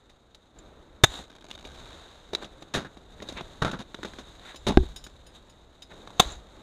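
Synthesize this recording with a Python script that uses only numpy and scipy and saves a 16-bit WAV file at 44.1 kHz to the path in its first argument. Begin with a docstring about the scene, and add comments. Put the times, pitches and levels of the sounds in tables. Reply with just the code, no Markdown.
"""An ice axe bites twice into a frozen fall at night: the pick cracks in, sings and sprays chips.
Between the blows crampons crunch, tools tap and loose bits patter down. Steel gear clinks on the
climber's harness over rustling clothes and a low rush of air. It is all heard close up through a
body-worn camera, whose mount booms when bumped and whose plastic case rings."""
import sys
import numpy as np
from scipy import signal
from scipy.io import wavfile
from scipy.ndimage import uniform_filter1d

SR = 44100
rng = np.random.default_rng(int(sys.argv[2]) if len(sys.argv) > 2 else 0)


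def store_pcm(level_fs):
    """Save levels as 16-bit WAV."""
    pcm = np.round(np.clip(level_fs, -1, 1) * 32767).astype(np.int16)
    wavfile.write(sys.argv[1], SR, np.atleast_2d(pcm).T)


N = 291942
TIME = np.arange(N) / SR
AGE = TIME[:SR // 2]  # time since an event began

# Levels are set ahead of each layer's own trim.
# reaches, pulls and steps: peak t/s, rise/s, fall/s, soft rub/dB, stiff rustle/dB, sway/dB
BODY_MOVES = [(0.58, 0.022, 1, -53, -66.5, -55.5), (1.82, 0.18, 0.2, -53, -54, -49),
              (2.55, 0.27, 1, -53.5, -60.5, -56.5), (3.35, 0.16, 0.42, -49, -52.5, -47.5),
              (4.13, 0.16, 0.66, -52.5, -53, -53), (4.831, 0.12, 0.15, -55.5, -51, -40),
              (5.35, 0.27, 0.75, -58.5, -62.5, -57.5), (5.932, 0.024, 1, -51, -55.5, -54.5),
              (6.6, 0.045, 0.076, -52.5, -66, -54)]
AIR_EQ = [(30, -4), (100, -4), (300, -1.5), (600, -4.5), (1000, -10.5), (1500, -14), (2500, -26),
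          (5000, -41), (15000, -50)]  # rushing air and soft cloth: f/Hz, level/dB
BUFFET_EQ = [(10, -22), (22, -4), (35, 0), (62, 0), (90, -8), (200, -20), (1000, -60)]  # low rumble of the case: f/Hz, level/dB
# taps of picks, points and ice lumps: t/s, level/dB, t60/s, tilt/(dB/octave), note f/Hz
TOOL_TAPS = [(0.096, -55.5, .08, 4.5, 2050), (0.347, -48.5, 0.039, 6, 3240), (1.191, -37.5, 0.065, -2, 825),
             (1.505, -45, 0.017, 5.5, 2800), (1.513, -32, 0.014, 3.5, 2870), (1.551, -44.5, 0.032, 2, 3660),
             (1.589, -46, 0.019, 3.5, 2960), (1.643, -43, 0.03, 2, 830), (1.651, -37, 0.049, 2.5, 2400),
             (2.333, -25, 0.038, 1, 420), (2.3499, -22.5, 0.022, 4, 3955), (2.445, -39, 0.074, 2, 2830),
             (2.623, -36, 0.03, 2.5, 570), (2.97, -41, 0.051, 1, 830), (3.203, -36, 0.023, -7, 1860),
             (3.222, -32.5, 0.049, 1.5, 600), (3.288, -35.5, 0.081, 3, 3900), (3.324, -31, 0.021, 2.5, 450),
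             (3.372, -35.5, 0.035, 2, 2250), (3.409, -27.5, 0.03, 0, 980), (3.714, -38, 0.059, 4, 2740),
             (3.945, -30, 0.026, 1.5, 1420), (3.989, -35.5, 0.032, -3, 484),
             (4.032, -26.5, 0.024, 1.5, 1460), (4.048, -30.5, 0.091, 0.5, 1460),
             (4.136, -37, 0.018, 2.5, 1610), (4.186, -36.5, 0.088, 2, 1470), (4.545, -40, 0.044, 1.5, 1100),
             (4.703, -28.5, 0.024, -5, 480), (5.066, -38.5, 0.029, 4, 1490),
             (6.075, -33.5, 0.012, 1.5, 1130), (6.105, -39, 0.012, 2, 920)]
TAP_EQ = [(40, -17.5), (180, 12), (400, 8.5), (800, -0.5), (1500, -7.5), (2600, -14), (4500, -19.5),
          (7000, -26.5), (10000, -34.5), (15000, -45)]  # a dry contact: f/Hz, level/dB
ICE_MODES = [(1, 0, 0.017), (1.19, -2, 0.0078)]  # a tapped piece of ice: pitch ratio, level/dB, t60/s
BIT_NOTES = [800, 1560, 2691, 3300]  # falling bits of ice, large to small: f/Hz
# harness clinks: t/s, level/dB, ring length factor, favoured f/Hz, small clip's ping/dB
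HARNESS_CLINKS = [(0.587, -61, 0.1, 7000, 16.5), (2.608, -70, 0.16, 7000, 14),
                  (4.559, -50.5, 0.82, 4270, -6), (4.961, -47, 1.3, 5900, -16),
                  (5.04, -50.5, 1.26, 7800, -22), (5.265, -58.5, 1.3, 9300, -38.5),
                  (5.496, -62.5, 1, 8400, -20), (5.821, -52.5, 0.77, 4070, -22),
                  (6.32, -60, 0.13, 7840, 21)]
STEEL_MODES = [(2700, -1, .05), (3050, 0, .06), (3800, -10, .08), (4985, -1, .11), (5469, -8, .11),
               (6845, -3, .06), (9190, -1, .08), (10300, -14, .05), (13100, -12, .07), (13920, -9, .06)]  # steel gear: f/Hz, level/dB, t60/s
# axe blows: t/s, level/dB, bite/s, gap between jerks/s, low push/dB, low and high ice note f/Hz,
# knock/dB, pick's singing/dB, recoil/dB, falling bits/dB
AXE_BLOWS = [(1.0362, -13, 0.0079, 0.0045, -11, 1290, 1694, -10, -7.5, -45.5, -50),
             (6.1963, -15, 0.0076, 0.00313, -38, 720, 1055, -6.5, -8.5, -38.5, -68.5)]
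CRACK_EQ = [(40, -4), (150, 2), (500, 4), (1500, 0), (2500, -5.5), (4000, -11.5), (7000, -11.5),
            (10000, -16.5), (15000, -20)]  # ice splitting: f/Hz, level/dB
JERK_EQ = [(60, -13), (350, -6), (520, -10.5), (750, 2), (1200, 1.5), (2000, 2.5), (5000, -26),
           (15000, -34.5)]  # the pick jerking deeper: f/Hz, level/dB
PICK_PEAKS = [(3620, 260, 4), (2700, 350, 6), (3300, 400, 9), (6300, 400, 5), (7150, 350, 7),
              (10800, 700, 3)]  # the steel pick, damped by the ice: f/Hz, width/Hz, lift/dB
# sprays and scrapes: peak t/s, level/dB, rise/s, fall/s, tilt/(dB/octave), rasp f/Hz, rasp/dB
CHIP_SPRAYS = [(1.061, -60, 0.014, 0.018, 3.5, 7200, 20), (1.149, -44.5, 0.044, 0.053, 2, 7400, 4),
               (1.88, -54.5, .11, 0.29, 1, 1500, -5), (2.365, -49, .006, 0.053, -1, 2390, -15.5),
               (2.43, -39, 0.0096, 0.0081, -1, 1500, -18), (3.381, -48, 0.011, 0.017, -1.8, 2400, 22.5),
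               (4.49, -54.5, 0.037, 0.031, 3, 1900, 14.5), (5.353, -59, 0.01, 0.019, 3.5, 3420, 5),
               (5.922, -54.5, 0.013, 0.0042, 0, 2017, 14.5), (6.21, -36.5, 0.0039, 0.025, 2, 1010, -2),
               (6.28, -45, 0.053, 0.05, 0.9, 6500, 12.5)]
CHIP_EQ = [(50, -18), (300, 4), (800, 1.5), (1500, -3), (2500, -12.5), (4000, -12.5), (5400, -24.5),
           (7500, -20.5), (10000, -29), (15000, -39)]  # fine ice grains: f/Hz, level/dB
# crampon kicks: t/s, level/dB, hold/s, t60/s, tilt/(dB/octave), ice ring f/Hz, ring/dB
CRAMPON_KICKS = [(2.738, -33, 0.021, 0.1, 2.5, 1760, 13.5), (2.749, -26, 0.0092, 0.19, -0.55, 1460, 9.5),
                 (2.847, -44, 0.0063, 0.15, -0.5, 1580, 19), (3.619, -22.5, 0.0042, 0.1, -0.93, 1440, 15.5),
                 (3.647, -26, 0.005, 0.24, -0.77, 1430, 14.5), (3.731, -31.5, 0.0037, 0.12, -1.5, 1450, 15),
                 (3.788, -40, 0.033, 0.053, 0.5, 1380, -3), (4.667, -27, 0.025, 0.045, 1, 540, 9.5),
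                 (4.686, -25.5, 0.012, 0.22, -1.44, 890, 10)]
CRUNCH_EQ = [(30, -2.5), (90, -0.5), (190, 7), (450, -1.5), (1000, -6.5), (1700, -12.5), (2600, -17),
             (4500, -21.5), (7000, -29), (10000, -32), (15000, -50)]  # ice being crushed: f/Hz, level/dB
CAMERA_BUMPS = [(4.773, -1, .0006, 3), (4.801, -5, .009, -30), (4.833, -21, .001, -14)]  # knocks on the camera: t/s, level/dB, contact/s, slap/dB
MOUNT_MODES = [(61, -8.5, .11), (78, -20, .1), (131, -19, .12), (190, -28, .15), (248, -21, .09),
               (345, -7.5, .04), (371, -18, .16)]  # the camera's mount: f/Hz, level/dB, t60/s
SLAP_EQ = [(50, 10), (300, 14), (500, 0.5), (800, 6.5), (1100, -20.5), (1600, 0.5), (2100, -26),
           (3500, -13.5), (7000, -64.5), (15000, -45.5)]  # a slap on the case: f/Hz, level/dB
CASE_PEAKS = [(3756, 260, 19.5), (6566, 660, 12.5), (10900, 960, -3)]  # the plastic case: f/Hz, width/Hz, lift/dB

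STILL_AIR_DB, STILL_RUSTLE_DB, STILL_BUFFET_DB = -61.5, -67, -64.5  # the bed while the climber hangs still
RECOIL_DELAY_S, SHOWER_DELAY_S = 0.063, 0.56  # from a blow to the peak of each
LOOSENED_DB = -7.5  # bits rubbed off by a move, against its rustle
FAVOUR_DB = 6.5  # lift of the modes that a clink favours
SING_WAVER = 0.0096  # share of its pitch by which the ice's shifting grip bends the pick's note
TOP_HZ = 15200


def amp(db):
    """Decibels to gain."""
    return 10 ** (np.asarray(db) / 20)


def unit_rms(x):
    """Scales to rms 1."""
    return x / np.sqrt(np.mean(x ** 2) + 1e-20)


def add(mix, s, sound):
    """Mixes a sound in at time s."""
    part = mix[max(round(s * SR), 0):][:len(sound)]
    part += sound[:len(part)]


def causal(x, gain_at, size=4096):
    """Minimum-phase filter whose gain is a function of frequency."""
    log_gain = np.log(gain_at(abs(np.fft.fftfreq(size, 1 / SR)) + 1) + 1e-6)
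    impulse = np.fft.ifft(np.exp(np.conj(signal.hilbert(log_gain)))).real
    return signal.oaconvolve(x, impulse[:size // 2])[:len(x)]


def colour(x, eq, tilt_db=0):
    """Applies an EQ curve, tilted per octave above the bass, and keeps the sound's energy."""
    f, db = np.transpose(eq)

    def gain_at(hz):
        tilt = tilt_db * np.log2(np.clip(hz, 200, 9000))
        return amp(np.interp(np.log(hz), np.log(f), db) + tilt)
    return unit_rms(causal(x, gain_at)) * np.sqrt(np.mean(x ** 2))


def resonances(x, peaks):
    """Lifts a sound around each peak: f/Hz, width/Hz, lift/dB."""
    def gain_at(hz):
        power = sum(amp(db) ** 2 / (1 + (2 * (hz - f) / width) ** 2) for f, width, db in peaks)
        return np.sqrt(1 + power / 2)
    return causal(x, gain_at)


def ring(modes, length=1):
    """Dying sines of a struck object."""
    return sum(amp(db - 60 * AGE / (t60 * length)) * np.sin(2 * np.pi * hz * AGE)
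               for hz, db, t60 in modes)


def grains(shape, per_s, spread_db, hiss):
    """Tiny fractures of uneven size over a fine hiss, under an envelope whose energy they take."""
    n = len(shape)
    clicks = (rng.random(n) < per_s / SR) * rng.choice([-1, 1], n)
    sizes = amp(spread_db * np.minimum(rng.exponential(1, n), 4))
    texture = unit_rms(clicks * sizes) + hiss * rng.standard_normal(n)
    return unit_rms(shape * texture) * np.sqrt(np.mean(shape ** 2))


def burst(rise, hold, t60):
    """Envelope that rises, holds and dies away."""
    return np.minimum(AGE / rise, 1) * amp(-60 * np.maximum(AGE - hold, 0) / t60)


def wobble(seconds):
    """Smooth random drift of rms 1."""
    size = max(int(seconds * SR), 1)
    return unit_rms(uniform_filter1d(uniform_filter1d(rng.standard_normal(N), size), size))


def surge(s, db, rise, fall):
    """Power envelope that swells up to time s and then dies away."""
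    t = TIME - s
    return amp(db) ** 2 * np.exp(np.where(t < 0, -(t / rise) ** 2, -2 * t / fall))


def movement():
    """Power envelopes of the climber's rub, rustle and sway."""
    shapes = np.array([surge(s, 0, rise, fall) for s, rise, fall, *_ in BODY_MOVES])
    powers = amp([levels for _, _, _, *levels in BODY_MOVES]) ** 2
    return powers.T @ shapes


def air(rub):
    """A dark bed of rushing air that swells as soft cloth rubs."""
    level = np.sqrt(amp(STILL_AIR_DB) ** 2 + rub)
    return level * amp(-1.5) * colour(rng.standard_normal(N), AIR_EQ)


def buffeting(sway):
    """The case rumbles as the body sways, and as it rocks just after a blow."""
    recoil = sum(surge(s + RECOIL_DELAY_S, db, rise=0.031, fall=0.09) for s, *_, db, _ in AXE_BLOWS)
    level = np.sqrt(amp(STILL_BUFFET_DB) ** 2 + sway + recoil)
    return level * colour(rng.standard_normal(N), BUFFET_EQ)


def clothes(rustle):
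    """Stiff clothes crackle and shed frost with every move."""
    crackle = grains(amp(1.5 * wobble(.012)), per_s=350, spread_db=3.5, hiss=2)
    level = np.sqrt(amp(STILL_RUSTLE_DB) ** 2 + rustle)
    return level * amp(-5.5) * colour(crackle, CHIP_EQ, tilt_db=2.5)


def taps():
    """Dry contacts: a tick, a little crumbling and a brief, rough note from the piece that was hit."""
    out = np.zeros(N)
    for s, db, t60, tilt_db, hz in TOOL_TAPS:
        contact = grains(burst(0.0026, 0.00014, t60), per_s=6000, spread_db=1.0, hiss=0.67)
        contact[0] += amp(7.0)  # the tick
        note = ring([(hz * ratio, note_db, note_t60) for ratio, note_db, note_t60 in ICE_MODES])
        add(out, s, amp(db) * (colour(contact, TAP_EQ, tilt_db) + amp(-3.5) * note))
    return out


def wall_scatter(x):
    """Ice and rock walls throw back a short, diffuse tail."""
    tail = rng.standard_normal(len(AGE)) * burst(0.0048, 0.0088, 0.16)
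    return signal.oaconvolve(x, tail / np.linalg.norm(tail))[:N]


def patter(rustle):
    """Bits of ice tick on the wall and jacket: a shower after a blow, a few with every move."""
    shower = sum(surge(s + SHOWER_DELAY_S, db, rise=0.22, fall=0.39) for s, *_, db in AXE_BLOWS)
    bits = np.zeros(N)
    for hz in BIT_NOTES:
        ticks = grains(np.ones(N), per_s=24, spread_db=1.5, hiss=0)
        crumble = rng.standard_normal(len(AGE)) * burst(.0008, 0, .02)
        landings = colour(signal.oaconvolve(ticks, crumble)[:N], TAP_EQ, tilt_db=3.5)
        bits += resonances(landings, [(hz, 500, 14)])
    level = np.sqrt(shower + amp(LOOSENED_DB) ** 2 * rustle)
    return level * amp(-3.5) * unit_rms(bits)


def clinks():
    """Steel gear ticks together and chatters once; each contact favours one range of its modes."""
    out = np.zeros(N)
    for s, db, length, favoured_hz, ping_db in HARNESS_CLINKS:
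        modes = [(hz, mode_db + FAVOUR_DB * np.exp(-(2 * np.log2(hz / favoured_hz)) ** 2), t60)
                 for hz, mode_db, t60 in STEEL_MODES]
        grit = grains(burst(0.00012, 0.0018, 0.081), per_s=2400, spread_db=2.5, hiss=0.95)
        tick = colour(grit, TAP_EQ, tilt_db=6)
        steel = ring(modes + [(7190, ping_db, 0.38)], length)
        add(out, s, amp(db) * (amp(-13.0) * steel + amp(-1.0) * tick))
        add(out, s + rng.uniform(0.00048, 0.003), amp(db - 4) * steel)  # the chatter
    return out


def axe_blows(jerks=2):
    """The pick cracks into the ice in jerks and sings while it moves; the ice answers with a knock."""
    out = np.zeros(N)
    for s, db, bite, gap, push_db, low_hz, high_hz, knock_db, sing_db, _, _ in AXE_BLOWS:
        biting = burst(0.0006, bite, 0.02)
        fractures = grains(biting, per_s=4800, spread_db=5.0, hiss=1.0)
        crack = resonances(colour(fractures, CRACK_EQ), PICK_PEAKS)
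        sing_hz = PICK_PEAKS[0][0] * (1 + SING_WAVER * wobble(0.0022)[:len(AGE)])
        sing = amp(sing_db) * biting * np.sin(2 * np.pi * np.cumsum(sing_hz) / SR)
        shiver = ring([(3790, -29, .12), (7200, -25, .04)])  # the stuck shaft trembles on
        push = 2 * ring([(115, push_db, 0.04)])
        add(out, s, amp(db) * (crack + sing + shiver) + push)
        first_jerk = s + .0038
        knock = ring([(low_hz, knock_db, .025), (high_hz, knock_db, .025)])
        add(out, first_jerk, knock)
        jerk = colour(amp(-4.0) * burst(.00005, 0, 0.00032), JERK_EQ)
        for k in range(jerks):
            add(out, first_jerk + k * gap, jerk)
    return out


def chips():
    """Swells of fine ice grains, thrown out by a blow or scraped off the wall."""
    out = np.zeros(N)
    for s, db, rise, fall, tilt_db, rasp_hz, rasp_db in CHIP_SPRAYS:
        t = TIME[:SR] - 2.5 * rise  # zero at the peak
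        swell = np.exp(-(t / np.where(t < 0, rise, fall)) ** 2 / 2)
        spray = colour(grains(swell, per_s=1800, spread_db=4.0, hiss=1.0), CHIP_EQ, tilt_db)
        add(out, s + t[0], amp(db) * resonances(spray, [(rasp_hz, 800, rasp_db)]))
    return out


def crampon_kicks():
    """Front points crack the crust and crush the ice: a fading run of fractures with a hollow ring."""
    out = np.zeros(N)
    for s, db, hold, t60, tilt_db, ring_hz, ring_db in CRAMPON_KICKS:
        crush = grains(burst(.0014, hold, t60), per_s=1800, spread_db=3.3, hiss=.4)
        crush[0] += amp(6.5)  # the crust snaps
        crunch = colour(crush, CRUNCH_EQ, tilt_db)
        add(out, s, amp(db) * resonances(crunch, [(ring_hz, 320, ring_db)]))
    return out


def bumps():
    """A slap on the camera sets its mount booming; a long, soft contact moves only the lowest modes."""
    out = np.zeros(N)
    for s, db, contact, slap_db in CAMERA_BUMPS:
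        force = np.sin(np.pi * np.minimum(AGE / contact, 1))
        boom = signal.oaconvolve(ring(MOUNT_MODES), force / force.sum())[:len(AGE)]
        slap = colour(burst(.00005, 0, 0.00021), SLAP_EQ)
        add(out, s, -amp(db) * (boom + amp(slap_db + 26.5) * slap))
    return out


def scene():
    """The mono mix at the camera: hard contacts get a faint tail, the rest stays dry."""
    rub, rustle, sway = movement()
    contacts = axe_blows() + crampon_kicks() + taps() + clinks() + patter(rustle)
    foreground = contacts + amp(-27.5) * wall_scatter(contacts) + chips() + bumps()
    bed = air(rub) + buffeting(sway) + clothes(rustle)
    return (foreground + bed)[None]


def record(dry):
    """The case rings, the loudest hits soft-clip and a steep low-pass takes off the top."""
    boxy = resonances(dry[0], CASE_PEAKS)
    clipped = boxy / (1 + boxy ** 6) ** (1 / 6)
    lowpass = signal.firwin(255, TOP_HZ, window=("kaiser", 9), fs=SR)
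    return signal.oaconvolve(clipped, lowpass, "same")[None]


dry = scene()
out = record(dry)
store_pcm(out)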